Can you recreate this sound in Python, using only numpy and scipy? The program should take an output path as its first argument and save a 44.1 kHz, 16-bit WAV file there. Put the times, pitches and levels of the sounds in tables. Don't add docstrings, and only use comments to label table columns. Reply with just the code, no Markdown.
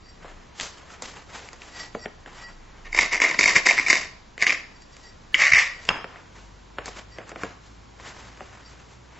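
import sys
import numpy as np
from scipy import signal
from scipy.fft import rfft, irfft, next_fast_len
from scipy.io import wavfile
from scipy.ndimage import uniform_filter1d, map_coordinates

SR = 44100
rng = np.random.default_rng(int(sys.argv[2]) if len(sys.argv) > 2 else 0)


def wrap_up_sound(samples):
    columns = np.atleast_2d(samples).T
    tamed = np.clip(columns, -1, 1)
    steps = np.round(tamed * 32767).astype(np.int16)
    wavfile.write(sys.argv[1], SR, steps)


def boost(x):
    u = np.asarray(x, float) / 20
    return 10 ** u


N = 405279
T = np.arange(N) / SR

# start [s], rise [s], fade [s], pressure [dB], grit over pressure [dB].
STROKES = [(2.842, 0.015, 0.072, -34.5, -14.5), (2.92, 0.097, 0.093, -17, -7), (3.1, .03, 0.099, -19.5, -9),
           (3.195, 0.026, 0.2, -16.5, -9.5), (3.378, 0.018, 0.44, -20, -3),
           (3.465, 0.012, 0.097, -13.5, -6), (3.541, 0.022, 0.056, -11.5, -7), (3.65, 0.014, 0.16, -15, -7),
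           (3.763, 0.0092, 0.17, -20.5, -9.5), (3.855, 0.053, 0.15, -16, -5.5),
           (4.387, 0.043, 0.044, -18.5, -9.5), (4.458, .011, 0.13, -14.5, -10),
           (5.345, 0.078, 0.25, -13.5, -11.5), (5.491, 0.097, 0.12, -11.5, -11.5)]
# time
# [s], peak level [dB], blade pitch [Hz], length [ms].
CATCHES = [(2.929, -16, 2160, 1.4), (2.9471, -16, 2135, 1.6), (2.9637, -21, 2180, 0.95),
           (2.9769, -8, 2255, 1.15), (2.9894, 2.5, 2250, 0.77), (2.9927, -5.5, 2130, 1.1),
           (3.0049, -11.5, 2120, 0.95), (3.01, -14, 2080, 1.7), (3.0183, -12, 2060, 1),
           (3.0302, -14, 1970, 0.89), (3.0364, -16, 2045, 1.1), (3.0527, -17, 2090, 0.9),
           (3.12, -18, 2130, 1.1), (3.1257, -18, 2080, 1.1), (3.1323, -15.5, 2250, 0.8),
           (3.1375, -13.5, 2100, 2), (3.1453, -8.5, 2130, 1.1), (3.1515, -14.5, 2150, 1.1),
           (3.1575, -16, 2040, 1), (3.1761, -17, 2080, 2.4), (3.202, -11, 2070, 1.1),
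           (3.2186, -4.5, 2235, 1.6), (3.2285, -12, 2080, 1.3), (3.2388, -9, 1966, 1.4),
           (3.2458, -6.5, 2024, 1.1), (3.2497, -8.5, 2130, 1.7), (3.2627, -13, 2130, 0.8),
           (3.2665, -24.5, 2170, 0.92), (3.2778, -21, 2030, 0.74), (3.2836, -19.5, 2020, 0.9),
           (3.2916, -25.5, 2140, 2), (3.2991, -18.5, 2220, 3), (3.3118, -15.5, 2050, 1.6),
           (3.3436, -18.5, 1920, 2.4),
           (3.4785, -11.5, 2143, 2.9),
    (3.567, -9, 2130, 3),
    (5.3439, -7, 2940, 1.2),
    (3.864, -14.5, 2257, 3.6),
    (4.418, -18.5, 2107, 2.1),
    (5.5185, -8, 2100, 1.6),
           (3.3905, -4, 2130, 1.3), (3.3963, -14, 2220, 0.51), (3.4007, -17.5, 2070, 1.4),
                 (3.4106, -6, 2230, 1.3), (3.4219, -18.5, 2140, 1.0), (3.4301, -10, 2300, 2),
                 (3.4409, -5, 2130, 0.67), (3.4457, -18, 2380, 1.6), (3.4581, -4.5, 2170, 2.2),
                 (3.4779, -25, 2330, 0.62), (3.485, -10.5, 2120, 1.3), (3.4908, -11, 2130, 1.7),
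                 (3.4959, -22.5, 2110, 1.3), (3.5066, -9, 1990, 0.66), (3.5103, -14.5, 1970, 1.1),
                 (3.557, -7.5, 2130, 0.62), (3.5601, -7.5, 2090, 0.67), (3.5643, 2.5, 2160, 0.52),
                 (3.5729, -14, 2030, 1.8), (3.5836, -21, 1980, 1.2), (3.658, -15.5, 2260, 1.0),
                 (3.6651, -4.5, 2160, 1.1), (3.6698, -2, 2000, 1), (3.6756, -20.5, 2080, 1.9),
                 (3.6885, -7.5, 2146, 2.4), (3.6918, -9, 2120, 4.4), (3.6979, -7, 2120, 1.4),
                 (3.7105, -5, 2270, 1.0), (3.7137, -11.5, 2235, 1.7), (3.7185, -12, 1980, 0.9),
                 (3.7796, -10, 1950, 0.7), (3.7872, -5.5, 2090, 1.1), (3.7937, -18, 2160, 1.5),
                 (3.7971, -5, 2130, 1), (3.8022, -23, 2130, 0.63), (3.8707, -15.5, 2260, 1.6),
                 (3.8846, -12.5, 2130, 0.74), (3.9009, -4.5, 2080, 1.5), (3.9053, -9, 2220, 1.8),
                 (3.9154, -25.5, 2160, 0.77), (3.925, -19.5, 2120, 1.2), (3.9297, -1, 2090, 0.69),
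                 (3.9423, -12, 2230, 0.43), (3.9499, -20, 2150, 1.2), (3.9551, -9.5, 2160, 1.2),
                 (3.9651, -13.5, 2210, 1.1), (3.9702, -12.5, 2200, 0.98), (3.9769, -21, 2080, 1.17),
           (4.4242, -4.5, 2155, 1.2), (4.434, -11, 1930, 0.88), (4.4431, -15.5, 2000, 1.7),
             (4.4679, -3.5, 2080, 0.96), (4.4784, -14, 2160, 0.93), (4.4951, -10, 2400, 1.3),
             (4.4986, -12, 2340, 2), (4.5059, -9, 2180, 0.65), (4.523, -9, 2190, 0.6),
             (4.527, -13.5, 2030, 1.2), (5.3447, -4, 2196, 1.3), (5.3493, -7.5, 2020, 2),
             (5.3568, -15.5, 2040, 1.1), (5.3974, -12.5, 2300, 1.1), (5.406, -13, 1960, 2.7),
             (5.4157, -16, 2300, 1.1), (5.4193, -7.5, 1970, 2.1), (5.4292, -11.5, 2350, 0.6),
             (5.4381, -8, 2230, 1.2), (5.443, -15, 2150, 2.1), (5.4498, -10.5, 2170, 1.5),
             (5.453, -14, 2120, 0.9), (5.4604, -11.5, 1980, 2), (5.4674, -7.5, 2000, 1.3),
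             (5.476, -14.5, 2420, 1.0), (5.4806, -8.5, 2020, 1.0), (5.4903, -16.5, 1850, 3.1),
             (5.522, -2.5, 2210, 1.0), (5.524, -7.5, 1960, 0.38), (5.5328, -10.5, 2120, 0.67),
             (5.5352, 2, 2070, 1.1), (5.5411, -6, 2260, 0.57), (5.5477, -5, 2250, 0.65),
             (5.549, -9.5, 1980, 2.1), (5.5572, -3.5, 2100, 0.81), (5.5608, -14, 2140, 1.3),
             (5.5631, -10, 2390, 0.44), (5.5671, -7, 2040, 2.3), (5.571, -9.5, 2120, 1.3),
             (5.5765, -6.5, 2080, 0.26), (5.5803, -11.5, 2020, 0.9), (5.5845, -10, 1970, 1.2),
             (5.5904, -10.5, 2010, 0.51), (5.595, -9.5, 2120, 1.7), (5.6013, -22, 2230, 0.49),
             (5.6031, -10.5, 2060, 0.44), (5.6068, -27.5, 2130, 0.72), (5.624, -25, 2010, 1.7)]
STRONG_CATCHES = CATCHES
# frequency [Hz], width [Hz], level [dB].
GRIPPED_BLADE = [(1100, 395, -11), (1832, 70, 1), (2130, 173, -1), (2460, 304, -3), (2757, 470, -8)]
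# frequency [Hz], density [dB per Hz].
GRIT_SPECTRUM = [(2600, -25), (3250, -16.5), (3700, 4), (4100, -4), (4600, 3.5), (5300, 3.5), (6400, 1),
                 (7900, -1.5), (9000, -10)]
# frequency [Hz], width [Hz], level [dB].
HAND = [(165, 150, -7), (336, 220, -0.5), (697, 190, -0.5), (1003, 144, 6.5), (1470, 700, -8.5)]

# frequency [Hz], width [Hz], level [dB].
LOOSE_BLADE = [(1933, 14, 2.5), (4687, 42, -1.5), (5560, 43, -5.5), (6370, 35, -23), (7500, 29, -10)]
# peak [s], level [dB], rise [s], fall [s], upper modes [dB].
BRUSHES = [(.088, -58.5, 0.053, 0.056, 2), (1.81, -41.5, 0.062, 0.051, -1.5), (2.045, -54, 0.07, 0.016, 7),
           (2.438, -51, 0.076, 0.089, -2.5), (4.76, -65, 0.025, .05, 1), (4.824, -68.5, .015, 0.029, 12),
           (4.94, -62, .03, 0.057, 2.5), (5.065, -55, 0.04, 0.065, 0.5), (5.68, -46, .03, .15, -10),
           (7.135, -59.5, .03, 0.073, 3), (8.048, -70, .08, .11, 0), (8.665, -64, 0.03, 0.051, 10)]

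# time [s], peak level [dB], knock pitch [Hz], low part
# [dB], high part [dB].
KNOCKS = [(0.245, -36, 802, 2, -21), (0.599, -15, 2380, -26, -7), (0.61, -21, 2460, -24, 5),
          (0.631, -34, 1780, -14, 7), (0.783, -37, 2470, -20, -3), (0.904, -35, 1370, -21, -12),
          (1.022, -25.5, 913, -6, 7), (1.171, -30, 1640, -14, -16), (1.341, -52, 1190, -5.5, -4),
          (1.488, -28.5, 1970, -25, -6), (1.531, -31.5, 1110, -9, 0), (1.619, -29, 2420, -16, -18),
          (2.261, -30, 1710, -4, -29), (4.379, -23, 1980, -10.5, -11), (4.821, -43, 2390, -12.5, 2),
          (4.967, -33.5, 1925, -26, -2), (5.791, -39, 2100, -16, -7), (5.852, -29.5, 2350, -12, -0.5),
          (6.159, -31, 1510, -11.5, -34), (6.785, -17, 1515, -5.5, -39), (6.858, -26.5, 1626, -9.5, 4.5),
          (6.88, -25, 1010, -4, -7), (7.185, -28, 1800, 2.5, -36), (7.293, -31.5, 1170, -14, 3),
          (7.317, -30, 1323, 2.5, -22), (7.999, -30, 952, -16, -18), (8.271, -39, 958, -21, -21),
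          (8.374, -35, 1610, -10, -21),
          (1.9495, -23.5, 940, 4, -30),
    (2.058, -20, 1590, -2, -24),
    (5.3439, -10, 2690, -21, -13),
    (6.0433, -19, 1210, -9, -28),
    (7.3595, -26, 1390, -2.5, -22),
    (7.4346, -16.5, 1093, -2, -10.5),
    (8.407, -28.5, 1180, -1, -22),
]
# frequency [Hz], width [Hz], level [dB].
PAD = [(242, 350, -1.5), (481, 110, 7.0), (740, 120, -0.5)]
# frequency [Hz], width [Hz], level [dB].
TICK = [(4100, 880, -4.0), (4930, 320, 2.0), (6430, 630, 0.5), (7850, 720, -1.0)]
# frequency [Hz], t60 [s], level [dB].
PUNCH = [(448, 0.0088, -8), (1070, .012, -4.5), (1570, 0.026, -8.5), (1880, .014, -5), (2350, 0.013, -4),
         (2740, .022, -1), (3220, 0.013, -1.5), (5070, 0.018, -7), (6500, 0.033, -23.5),
         (7200, 0.027, -22.5)]

# peak [s], body level [dB],
# hiss over body [dB], rise [s], fall [s].
RUSTLES = [(.274, -44.5, -10.5, 0.11, 0.18), (0.617, -38, 6, 0.044, 0.12), (0.731, -51.5, -2, 0.06, 0.29),
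           (.918, -53.5, 5.5, 0.08, 0.065), (1.032, -39.5, 2, 0.021, 0.16), (1.167, -45, -16, 0.87, 0.11),
           (1.349, -40, -2.5, 0.064, 0.24), (1.63, -44, -0.5, 0.045, 0.13),
           (1.805, -39.5, 0.5, 0.097, 0.075), (1.951, -48, 2, 0.039, 0.0595),
           (2.061, -40.5, -16, 0.049, 0.065), (2.275, -43, -15, 0.03, 0.15), (2.41, -43, -5, 0.19, 0.14),
           (2.801, -51.5, -16, .4, 0.24),
           (4.711, -54, -12, 0.0505, 0.16), (5.04, -55.5, 5, 0.17, 0.077), (5.75, -51, -6.5, .05, 0.23),
               (5.878, -60.5, 14.5, 0.16, 0.026), (5.904, -27.5, -30, 0.021, .14),
               (6.175, -43.5, -24, 0.72, 0.09), (6.385, -49.5, -4, 0.1, 0.16),
               (6.79, -36.5, -25, 0.012, 0.097), (6.869, -39.5, 1, 0.026, 0.1),
               (6.988, -34.5, -3.5, 0.067, 0.027), (7.139, -56, -4, .08, 0.091),
               (7.199, -43.5, -28, 0.074, .1), (7.298, -41.5, -7.5, 0.053, 0.062),
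               (7.442, -38, -7, .1, 0.096), (7.673, -58, 3, 0.1, 0.102), (8.065, -38.5, -4, 0.071, 0.089),
               (8.186, -43, -3.5, 0.099, 0.21), (8.416, -48, -6.5, 0.27, 0.78), (8.55, -47.5, -8, 0.15, .1),
               (8.7, -60, 7, .1, 0.11), (8.939, -54.5, -1, 0.28, 0.09), (9.19, -45.5, -9, 0.11, .1)]
# frequency [Hz], density [dB per Hz].
CLOTH = [(150, -3.5), (400, -0.5), (1000, 2), (2000, 0), (3000, -9), (4500, -24.5)]
# frequency [Hz], density [dB per Hz].
FIZZ = [(1800, -14), (3000, -2), (5000, 0), (7500, -1.5), (9000, -4)]

# frequency [Hz], t60 [s].
ROOM = [(200, 0.27), (1000, 0.67), (2100, 0.44), (5000, 0.56), (8000, 0.22)]
# time [s], pitch [Hz], level [dB].
ENGINE = [(0.0, 30, -56), (0.36, 29.78, -50.5), (0.49, 31.7, -62), (1.3, 28.56, -62.5), (2.94, 27.7, -47),
          (4.61, 27.8, -60), (5.35, 28.2, -56), (5.89, 28.56, -56.5), (6.07, 37.9, -66), (6.4, 47.7, -53),
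          (8.88, 60, -54.5), (9.09, 65.2, -55.5), (9.19, 64.8, -59)]
# frequency [Hz], width [Hz], level [dB].
HUM = [(74.1, 13, 2.5), (114, 26, -3.5), (180.1, 12, -3)]
# frequency [Hz], density [dB per Hz].
AIR = [(40, -4.5), (100, 0.5), (250, -1.5), (600, -5.5), (1000, -4.5), (1300, -10), (2500, -14.5),
       (5000, -18), (7300, -20), (8100, -27.5)]
# frequency [Hz], likeness [-1 to 1].
ALIKE = [(60, 0.99), (130, 1), (300, 0.36), (670, -0.45), (1500, 0.66), (3350, 0.71), (7490, 1)]
# frequency [Hz], gain [dB].
BAND_LIMIT = [(7600, 1.5), (8000, -14.5), (8180, -34.5)]
# frequency [Hz], density [dB per Hz].
DIRT = [(7900, -66), (8100, -9), (9500, -1.5), (9700, -8.5), (11100, -6.5), (11400, -28), (14400, -26.5),
        (14600, -13.5), (15700, -4)]


def unit(x):
    return x / np.sqrt(np.mean(x ** 2) + 1e-20)


def peak(x):
    return x / np.abs(x).max()


def along(points, hz):
    f, v = np.transpose(points)
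    return np.interp(np.log(hz + 1), np.log(f + 1), v)


def wobble(rate):
    knots = rng.standard_normal(int(N * rate / SR) + 4)
    return map_coordinates(knots, [T * rate])


def filtered(x, response):
    m = next_fast_len(x.shape[-1] + 8192)
    return irfft(rfft(x, m) * response(np.fft.rfftfreq(m, 1 / SR)), m)[..., :x.shape[-1]]


def modes(table):
    def response(f):
        return sum((-1) ** k * boost(db) * 1j * f * width / (hz * hz - f * f + 1j * f * width)
                   for k, (hz, width, db) in enumerate(table))
    return response


def shape(table):
    return lambda f: boost(along(table, f))


def grains(spread_db, rate):
    return rng.standard_normal(N) * boost(spread_db * wobble(rate))


def burst(t60, rise):
    t = T[:SR // 8]
    return rng.standard_normal(len(t)) * boost(-60 * t / t60) * (1 - np.exp(-t / rise))


def swells(rows, swing=1):
    s, db, rise, fall = np.transpose(rows)[..., None]
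    t = T[::16]
    away = np.maximum((s - t) / rise, (t - s) / fall)
    swell_db = 14.5
    level_db = (db - swing * swell_db * away).max(0).clip(-120)
    return uniform_filter1d(np.interp(T, t, level_db), size=200)


def grinding():
    press_db, hiss_db, push_db = strokes()
    grit = grains(spread_db=2.0, rate=300)
    snaps = slips(np.r_[STRONG_CATCHES, chatter(press_db)])
    thrown = uniform_filter1d(np.abs(snaps), size=90) / (boost(press_db) + 0.0014)
    blade = boost(press_db - 7.5) * unit(filtered(grit, modes(GRIPPED_BLADE)))
    hiss = boost(-1.0) * filtered(unit(grit) * (1 + 0.94 * thrown) * boost(hiss_db), shape(GRIT_SPECTRUM))
    push = boost(8.0) * filtered(unit(grit) * (1 + 1.04 * thrown) * boost(push_db), modes(HAND))
    return snaps + blade + hiss + push


def strokes():
    turn_db = 2.5
    out = np.full((3, N), -120.)
    for s, rise, fade, db, grit_db in STROKES:
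        t = T[T >= s] - s
        bite_db = 21.5 * (1 - t / rise).clip(0) ** 1.54
        fade_db = 21 * ((t - rise) / fade).clip(0) ** 1.18
        loss_db = bite_db + fade_db
        push_db = -10 - 2.1 * (s - STROKES[0][0]) ** 2
        fresh = db - loss_db, db + grit_db - loss_db, db + push_db - 0.87 * loss_db
        out[:, T >= s] = np.maximum(out[:, T >= s] - turn_db, fresh)
    return uniform_filter1d(out.clip(-120), size=200, axis=1)


def chatter(press_db):
    per_s, settle_s, lift_db = 75, 0.007, -30
    luck = rng.standard_normal((int(N / SR * per_s) - 1, 3))
    s = np.abs(np.arange(len(luck)) + 0.3 * luck[:, 0]) / per_s
    db = press_db[(s * SR).astype(int)]
    pitch_hz = 2120 * (1 + 0.025 * luck[:, 1])
    length_ms = 1.4 * np.exp(0.4 * luck[:, 2])
    free = np.abs(s[:, None] - np.transpose(STRONG_CATCHES)[0]).min(1) > settle_s
    return np.c_[s, db, pitch_hz, length_ms][free & (db > lift_db)]


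def slips(rows):
    out, t = np.zeros(N + SR), T[T < 0.06]
    phases = 2 * np.pi * rng.random(size=(len(rows), 3))
    for (s, db, hz, ms), phase in zip(rows, phases):
        attack = 1 - np.exp(-(t / 0.00076) ** 1.27)
        decay = np.exp(-0.33 * (t / (ms / 1000)) ** 1.54)
        ring = np.sin(2 * np.pi * hz * t + phase[0])
        ring += boost(-13.5) * np.sin(2 * np.pi * 1.081 * hz * t + phase[1])
        ring += boost(-12.5) * np.sin(2 * np.pi * 0.847 * hz * t + phase[2])
        start = round((s - 0.0008) * SR)
        out[start:][:len(t)] += boost(db - 2.5) * peak(attack * decay) * ring
    return out[:N]


def knocks():
    out = np.zeros(N + SR)
    for s, db, hz, low_db, high_db in KNOCKS:
        blow = 0.25 * burst(t60=0.02, rise=0.0001)
        blow[0] += 1.6
        scuff = 0.16 * burst(t60=0.092, rise=0.0045)
        body = peak(filtered(blow + scuff, modes(PAD)))
        knock = peak(filtered(blow, modes([(hz, 0.4 * hz, 0), (hz + 1500, 1300, -9)])))
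        tick = peak(filtered(blow, modes(TICK)))
        hit = knock + boost(low_db) * body + boost(high_db) * tick
        out[round(s * SR):][:len(blow)] += boost(db - 2.5) * hit
    return out[:N]


def drop():
    blow, t = np.zeros(N), T[T < 0.08]
    hit = round(5.8896 * SR)
    lead_in = burst(t60=0.045, rise=0.0025)[:round(0.006 * SR)]
    blow[hit - len(lead_in):hit] = boost(-44) * lead_in
    blow[hit] = 1
    ring = sum((-1) ** k * boost(db - 60 * t / t60) * np.sin(2 * np.pi * hz * t)
               for k, (hz, t60, db) in enumerate(PUNCH))
    ring = ring * (1 - np.exp(-t / 0.00015))
    return peak(signal.fftconvolve(blow, ring)[:N])


def brush():
    s, db, rise, fall, high_db = np.transpose(BRUSHES)
    skin = grains(spread_db=1, rate=36)
    low = unit(filtered(skin, modes(LOOSE_BLADE[:1])))
    high = unit(filtered(skin, modes(LOOSE_BLADE[1:])))
    low_level_db = swells(np.c_[s, db, rise, fall]) + 3
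    high_level_db = swells(np.c_[s, db + high_db, rise, fall]) + 2.5
    return boost(low_level_db) * low + boost(high_level_db) * high


def rustle():
    s, db, hiss_db, rise, fall = np.transpose(RUSTLES)
    body_db = np.maximum(-64.5, swells(np.c_[s, db, rise, fall]))
    hiss_db = np.maximum(-81, swells(np.c_[s, db + hiss_db, rise, fall], swing=1.14))
    crumple = grains(spread_db=2, rate=120) * boost(1.63 * wobble(30))
    body = boost(body_db - 3.5) * unit(filtered(crumple, shape(CLOTH)))
    hiss = boost(hiss_db - 2.0) * unit(filtered(crumple, shape(FIZZ)))
    return body + hiss


def room(x):
    out, step = np.zeros((2, N + 2 * SR)), SR // 8
    delay = 300
    for start in range(0, N, step):
        hz, t, z = signal.stft(rng.standard_normal((3, SR // 2)), SR, nperseg=256)
        decay = boost(-60 * t / along(ROOM, hz)[:, None])
        tail = signal.istft(z * decay, SR, nperseg=256)[1]
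        pair = (tail[0] + 1.5 * tail[1:]) / np.linalg.norm(tail[0]) / 1.3
        wet = signal.fftconvolve(x[None, start:start + step], pair, axes=1)
        out[:, start + delay:start + delay + wet.shape[1]] += wet
    return out[:, :N]


def rumble():
    s, hz, db = np.transpose(ENGINE)
    hz, db = np.interp(T, s, hz), np.interp(T, s, db)
    phase = 2 * np.pi * np.cumsum(hz * (1 + 0.0203 * wobble(3.2))) / SR
    engine = boost(db + 2 + 2.3 * wobble(9.4)) * np.sin(phase)
    engine += boost(-59 + 1.4 * wobble(9.4)) * np.sin(2 * phase)
    sway = boost([[0.7], [-0.7]] * wobble(4))
    mid, side = filtered(rng.standard_normal((2, N)), modes(HUM))
    return engine * sway + boost(-60.0) * unit(mid + 0.49 * np.array([side, -side]))


def air():
    def mid_side(hz):
        angle = np.arccos(np.clip(along(ALIKE, hz), -1, 1)) / 2
        return boost(along(AIR, hz)) * [np.cos(angle), np.sin(angle)]

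    mid, side = filtered(rng.standard_normal((2, N)), mid_side)
    level_db = -53 + 0.34 + 0.51 * wobble(3.097)
    return boost(level_db) * unit(np.array([mid + side, mid - side]))


def scene():
    near = grinding() + knocks() + drop() + brush() + rustle()
    return near * boost([[0.3], [-0.3]]) + boost(-17.0) * room(near) + rumble() + air()


def drop_weak_bands(x, depth_db, scatter_db, tilt_db):
    z = signal.stft(np.array([x[0] + x[1], x[0] - x[1]]) / 2, nperseg=2048)[2]
    band = (13 * np.log(1 + np.arange(z.shape[1]) / 22) ** 1.5).astype(int)
    member = band == np.arange(band.max() + 1)[:, None]
    averaging = member / member.sum(1, keepdims=True).clip(1)
    level_db = 10 * np.log10(averaging @ np.abs(z) ** 2 + 1e-14)
    loudest_db = level_db[0, 6:].max(0)
    luck = unit(uniform_filter1d(rng.standard_normal(level_db.shape), size=5, axis=2))
    margin_db = level_db - loudest_db + depth_db + scatter_db * luck
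    margin_db[1] -= tilt_db * np.maximum(np.arange(len(member)) - 52, 0)[:, None]
    keep = 0.03 + 0.97 / (1 + np.exp(-2 * np.clip(margin_db, -15, 15)))
    mid, side = signal.istft(z * keep[:, band], nperseg=2048)[1][:, :N]
    return np.array([mid + side, mid - side])


def top_cut(x):
    return signal.sosfilt(signal.butter(12, 15780, fs=SR, output="sos"), x)


def record(dry):
    x = dry + boost(-14.5) * filtered(dry ** 2, modes([(95, 150, 0)]))
    x = x / (1 + np.abs(x / 0.72) ** 4) ** 0.25
    x = drop_weak_bands(x, depth_db=31, scatter_db=8.5, tilt_db=1.5)
    x = filtered(x, shape(BAND_LIMIT))
    loudness = np.sqrt(np.abs(uniform_filter1d(x.mean(0) ** 2, size=1500)))
    dirt = unit(filtered(rng.standard_normal((2, N)), shape(DIRT)))
    x = x + boost(-41.5) * loudness * dirt
    return top_cut(x)


dry = scene()
out = record(dry)
wrap_up_sound(out)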